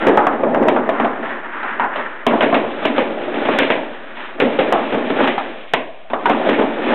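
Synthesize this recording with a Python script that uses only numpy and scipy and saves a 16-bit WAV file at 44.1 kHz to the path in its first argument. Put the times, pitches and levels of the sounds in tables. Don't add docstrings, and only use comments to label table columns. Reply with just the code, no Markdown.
import sys
import numpy as np
from scipy import signal
from scipy.fft import rfft, irfft
from scipy.io import wavfile
from scipy.ndimage import uniform_filter1d

SR = 44100
rng = np.random.default_rng(int(sys.argv[2]) if len(sys.argv) > 2 else 0)


def gain_from_db(level_db):
    decades = np.asarray(level_db, float) / 20
    return 10 ** decades


def master(y):
    cut = np.clip(np.atleast_2d(y).T, -1, 1)
    pcm = np.round(cut * 32767)
    wavfile.write(sys.argv[1], SR, pcm.astype(np.int16))


N = 306054

# (frequency [Hz], width [Hz], level [dB])
PLYWOOD = [(114.05, 47, -14.5), (229.93, 27.4, 1.5), (290.36, 32.953, 1.5), (351.79, 45.64, 1),
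           (451.1, 55, -2), (534.77, 47, 0.5), (628, 70, -0.5), (814.58, 140, -3.5), (849.5, 350, -15.5)]


def band(x, hz, width):
    return signal.lfilter(*signal.iirpeak(hz, hz / width, fs=SR), x)


def unit(x):
    return x / np.sqrt(np.mean(x ** 2))


def peak(x):
    return x / np.abs(x).max()


def body(x, modes):
    total = 0
    for k, (hz, width, db) in enumerate(modes):
        total = total + (-1) ** k * gain_from_db(db) * band(x, hz, width)
    return unit(total)


def grit(per_s, spread_db):
    hit = rng.random(N) < per_s / SR
    size_db = spread_db * np.minimum(rng.exponential(size=N), 3.5)
    return hit * rng.choice([-1, 1], N) * gain_from_db(size_db)


def flicker(rate):
    k = int(SR / rate)
    held = np.repeat(rng.standard_normal(N // k + 1), k)
    return gain_from_db(1.5 * uniform_filter1d(held, k)[:N])


def swells(start, stop, db, rise_db_per_s, fall_db_per_s):
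    t = np.arange(0, N, 32)[:, None] / SR
    climb_db = rise_db_per_s * np.maximum(start - t, 0)
    fall_db = fall_db_per_s * np.maximum(t - stop, 0)
    return gain_from_db(db - climb_db - fall_db)


def layer(*parts):
    power = sum(np.sum((gains * gain_from_db(db)) ** 2, axis=1) for gains, db in parts)
    return np.interp(np.arange(N), np.arange(0, N, 32), np.sqrt(power))


def rolling():
    # (frequency [Hz], width [Hz], level [dB])
    deck = [(948.4, 510.1, -4), (1471.2, 401.64, -2.5), (1760.5, 335.77, -5.5)]
    # (frequency [Hz], width [Hz], level [dB])
    hiss_modes = [(2334.2, 500, -3.5), (3131.8, 892.9, 10), (3233.7, 1229.4, 8.5)]
    # (start [s], stop [s], rumble level [dB], hiss re rumble [dB])
    pass_rows = [
        (0.0, 1.076, -24, -21.5),
        (2.326, 3.72, -25, -9.5),
        (4.427, 5.26, -23.5, -8),
        (6.264, 6.939, -23, -10),
    ]
    # (peak time [s], rumble level [dB], time to fall 10 dB [s], hiss re rumble [dB])
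    surge_rows = [(0.11, -13.5, 0.2484, -28), (0.46, -15, .1, -45), (0.55, -16, .15, -40),
                  (0.62, -12, 0.2351, -40), (0.79, -19, 0.1235, -28.5), (2.45, -18, 0.1722, -16),
                  (3.22, -24, .15, -14), (3.38, -20, 0.2348, -10.5), (3.53, -17.5, 0.2082, -6.5),
                  (4.45, -16, .1, -20.5), (4.76, -17.5, 0.2373, -16), (5.0, -20, 0.1754, -14.5),
                  (5.18, -17, .1, -12), (5.245, -13, .04, -11), (6.33, -22, 0.1188, -14),
                  (6.47, -14.5, 0.104, -10), (6.606, -18, 0.1753, -15), (6.94, -11.5, 0.2115, -10)]
    # (peak time [s], scuff level [dB], time to fall 10 dB [s], hiss re scuff [dB])
    scuff_rows = [(0.03, -21, .15, -9), (0.2, -27, .12, -10), (1.01, -22.5, 0.1599, -20.5),
                  (1.08, -27, 0.0011, -9), (1.26, -25.5, .1, -12), (1.31, -23.5, .1, -14),
                  (1.45, -30, 0.2128, -24), (1.58, -24, .2, -28), (1.7, -22.5, 0.193, -23.5),
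                  (1.82, -23, .07, -30), (1.99, -22, 0.1224, -21.5), (2.12, -29.5, 0.3253, -15),
                  (2.438, -21.5, 0.0359, -14), (2.72, -35, .15, -1), (2.861, -28.5, 0.0687, 4.5),
                  (2.98, -26, 0.098, -11.5), (3.45, -28.5, 0.1172, -7), (3.627, -28.5, 0.0518, 8.5),
                  (3.97, -35, 0.2633, -5), (4.22, -28, .16, -2), (4.415, -20.5, 0.0184, -12),
                  (4.63, -26.5, 0.1023, -4.5), (5.199, -21.5, 0.1154, -4.5), (5.41, -31, .15, 1),
                  (5.62, -43, 0.6066, 4), (6.19, -42, .15, 3), (6.282, -24, 0.0579, -10)]

    start, stop, db, pass_hiss_db = np.transpose(pass_rows)
    passes = swells(start, stop, db, rise_db_per_s=301, fall_db_per_s=42)
    s, db, fall_s, surge_hiss_db = np.transpose(surge_rows)
    surges = swells(s, s, db, 10 / (0.49294 * fall_s), 10 / fall_s)
    s, db, fall_s, scuff_hiss_db = np.transpose(scuff_rows)
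    scuffs = swells(s, s, db, 10 / (0.6235 * fall_s), 10 / fall_s)

    bumps = grit(per_s=1500, spread_db=2.5)
    rumble = flicker(33) * body(bumps, PLYWOOD)
    scrape = body(grit(per_s=2600, spread_db=2.0) + 0.64 * bumps, deck)
    scuff = flicker(40) * unit(band(scrape, 2056.2, 1500))
    hiss = flicker(45) * body(grit(per_s=6400, spread_db=-3.0) + .5 * bumps, hiss_modes)

    surge_scuff_db = -5 + .3 * surge_hiss_db
    rumble_gain = layer((passes, 0), (surges, 0), (scuffs, -7))
    scuff_gain = layer((passes, -8.5), (surges, surge_scuff_db), (scuffs, 0))
    hiss_gain = layer((passes, pass_hiss_db), (surges, surge_hiss_db), (scuffs, scuff_hiss_db))
    return rumble_gain * rumble + scuff_gain * scuff + hiss_gain * hiss


def air():
    # (frequency [Hz], density [dB per Hz])
    spectrum = [(15, -33.5), (25, 11.5), (60, -27), (176, -27.5), (275, -16.5), (412, -30), (658, 16.5),
                (867, -1.5), (4000, -24.5), (5200, -50), (8800, -120)]
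    hz, db = np.transpose(spectrum)
    f = np.arange(N // 2 + 1) * SR / N + 1
    shape = gain_from_db(np.interp(np.log(f), np.log(hz), db))
    return gain_from_db(-46) * unit(irfft(rfft(rng.standard_normal(N)) * shape, N))


def knocks():
    raps = [(0.069, -1.5, 398, 9), (0.083, -5, 486.6, 2), (0.174, -2.5, 836.2, -4), (0.268, -4.5, 732, -3),
            (1.046, -8, 683.8, 5), (1.23, -20, 657, 8), (1.299, -21, 700, 2), (1.797, -8, 950, -2),
            (1.837, -13, 927.4, -2), (2.309, -8.5, 599.5, -4), (6.149, -24, 628.4, 5),
            (6.792, -15, 460, 10)]
    thumps = [(0.092, -9.5, 458, 8), (0.627, -11, 550.5, -3), (0.999, -8.5, 799, 3), (2.334, -9, 706.1, -8),
              (2.526, -6, 685, -3), (2.649, -20, 586.8, 8), (2.82, -20, 798, -2), (3.487, -7.5, 664.2, -8),
              (4.945, -9.5, 528.7, 9), (5.205, -7, 580, 2), (6.101, -22, 900, 17), (6.589, -5.5, 572.5, 3)]
    slaps = [(0.435, -7.5, 540, -30), (0.546, -6, 589, -22), (0.683, -3, 630, -4), (0.763, -8, 800, -20),
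             (0.891, -6, 660, -10), (3.587, -9, 702, 9), (4.401, -6.5, 530, 3), (5.38, -11, 794, -3),
             (5.736, -3.5, 681, 2), (6.134, -7, 670, -14), (6.257, -4.5, 956, -6)]
    cracks = [(1.631, -20, 895.6, -5), (1.959, -16.5, 637.9, 0), (2.408, -7, 646, 1),
              (2.544, -6, 610.3, -1), (2.981, -5.5, 549.5, -2), (3.604, -10.5, 533.4, -8),
              (3.702, -6, 616.6, 1), (4.17, -28, 925.9, 0), (4.589, -5, 516, -3), (4.724, -5.5, 714.4, -6),
              (6.53, -13.5, 428.7, 1)]
    slams = [(2.266, -5, 677.4, -1), (2.429, -8.5, 606.9, 0), (2.852, -6.5, 632.9, 0),
             (2.964, -17.5, 610, 4), (3.342, -20.5, 519.8, -1), (3.452, -13.5, 630, -2),
             (4.421, -8.5, 407.3, -3), (4.924, -12, 372, -4), (5.102, -10.5, 412, -4), (5.275, -14, 816, 9),
             (6.297, -7, 719, 0), (6.49, -6, 551.8, -2), (6.619, -17.5, 628, -2)]
    # (blows, crack [dB], ramp boom [dB], room share [dB])
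    kinds = [(thumps, -26, 0.5, -9), (slams, -6.5, -0.5, -7.5), (raps, -26.5, -16.5, -8.5),
             (cracks, -5, -20.5, -6), (slaps, -5, -18, -11)]

    blows = [(*row, *kind) for rows, *kind in kinds for row in rows]
    out = np.zeros(N + SR)
    t = np.arange(int(.2 * SR)) / SR

    def decay(t60):
        return gain_from_db(-60 * t / t60)

    for blow, tail in zip(blows, echoes(count=len(blows))):
        s, db, hz, hard_db, crack_db, boom_db, share_db = blow
        share_db = share_db - .15 * (db + 9.5)
        crack_db = crack_db + hard_db
        noise = rng.standard_normal((3, len(t)))
        ring = np.sin(2 * np.pi * hz * t) + 0.3563 * np.sin(2 * np.pi * 1.5 * hz * t)
        rattle = unit(band(noise[0], hz, 1.1 * hz)) * decay(0.066975)
        crack = gain_from_db(crack_db + 8.0) * peak(band(noise[1], 1700, 2300) * decay(0.047))
        push = decay(0.0048) + 0.41 * noise[2] * decay(0.021)
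        boom = gain_from_db(min(boom_db, 2)) * peak(body(push, PLYWOOD[:6]))
        near = 1.15 * ring * decay(.045) + 0.4907 * rattle + crack + boom

        click = band(t == 0, 2200, 4500)
        sent = 2.4066 * ring * decay(0.009532) + 28.618 * gain_from_db(crack_db) * click + boom
        heard = gain_from_db(share_db + 5.5) * signal.fftconvolve(sent, tail)
        heard[:len(t)] += near
        contact_hz = min(9000 * gain_from_db(.4 * crack_db), SR / 4)
        heard = signal.lfilter(*signal.butter(2, contact_hz, fs=SR), heard)
        at = int(s * SR)
        out[at:at + len(heard)] += gain_from_db(db) * heard
    return out[:N]


def echoes(count):
    # (centre [Hz], time to fall 60 dB [s], level [dB])
    room = [(193.7, 0.77, -1), (278.26, 0.48682, 9), (540, 0.6095, 2.5), (875.3, 0.7633, 2.5),
            (1312, 0.44324, 12), (1931.6, 0.3061, 14), (3460, 0.98, -19)]
    t = np.arange(int(.7 * SR)) / SR
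    starts = rng.integers(0, 2 * SR, count)
    tails = 0
    for hz, t60, db in room:
        noise = band(band(rng.standard_normal(3 * SR), hz, 1.0575 * hz), hz, hz)
        tails = tails + gain_from_db(db - 60 * t / t60) * noise[starts[:, None] + np.arange(len(t))]
    tails = tails * np.clip(t / .008, 0, 1) ** 2
    return tails / np.sqrt(np.sum(tails ** 2, axis=1, keepdims=True))


def overloads():
    # (time [s], treble peak level [dB])
    overshoots = [(0.07, -26), (0.0817, -34.5), (0.0852, -32), (0.0926, -39.5), (0.173, -31), (0.1759, -36),
                  (0.1803, -40), (0.2694, -28), (0.5472, -37), (0.633, -39.5), (0.6853, -25.5),
                  (0.893, -35.5), (1.0075, -45), (2.2675, -19.5), (2.4269, -38), (2.5452, -40),
                  (2.8559, -30.5), (3.489, -44), (3.5896, -27), (3.5884, -19.5), (3.7045, -38),
                  (4.4003, -32.5), (4.7264, -20.5), (4.949, -43.5), (5.2777, -37), (5.7366, -20.5),
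                  (5.739, -28.5), (6.26, -36), (6.2973, -34.5), (6.496, -35)]
    grazes = [0.4365, 2.9838, 3.4795, 4.4177, 4.43, 5.238, 5.2877, 5.3826, 5.39, 6.4817, 6.53, 6.5955]
    # (frequency [Hz], width [Hz], level [dB])
    shaved = [(5067.6, 2300, 10), (8346, 5200, -13), (12020, 4000, -25)]
    s, db = np.transpose(list(overshoots) + [(s, -51) for s in grazes])
    spikes = np.zeros(N)
    spikes[(s * SR).astype(int)] = gain_from_db(db) * rng.choice([-1, 1], len(s))
    ticks = sum(gain_from_db(g) * band(spikes, hz, width) for hz, width, g in shaved)
    return gain_from_db(7.5) * signal.sosfilt(signal.butter(3, 3600, "high", fs=SR, output="sos"), ticks)


def scene():
    return (knocks() + 0.83848 * rolling() + air())[None]


def low_pass(x):
    return signal.sosfilt(signal.butter(12, 15935, fs=SR, output="sos"), x)


def record(dry):
    x = signal.sosfilt(signal.butter(2, 190, "high", fs=SR, output="sos"), dry)
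    x = signal.sosfilt(signal.butter(2, 3336.9, fs=SR, output="sos"), x)
    x = x + gain_from_db(-61.5) * unit(band(rng.standard_normal(N), 68, 110))
    taps = signal.firwin(131, 4066.3, window=("kaiser", 9.5), fs=SR)[None]
    offset = -.0219
    for limit in (.7, .72):
        limited = np.clip(x + offset, -limit, limit) - offset
        x = signal.fftconvolve(limited, taps, mode="same")
    mix = x + offset + overloads()
    return low_pass(mix)


dry = scene()
out = record(dry)
master(out)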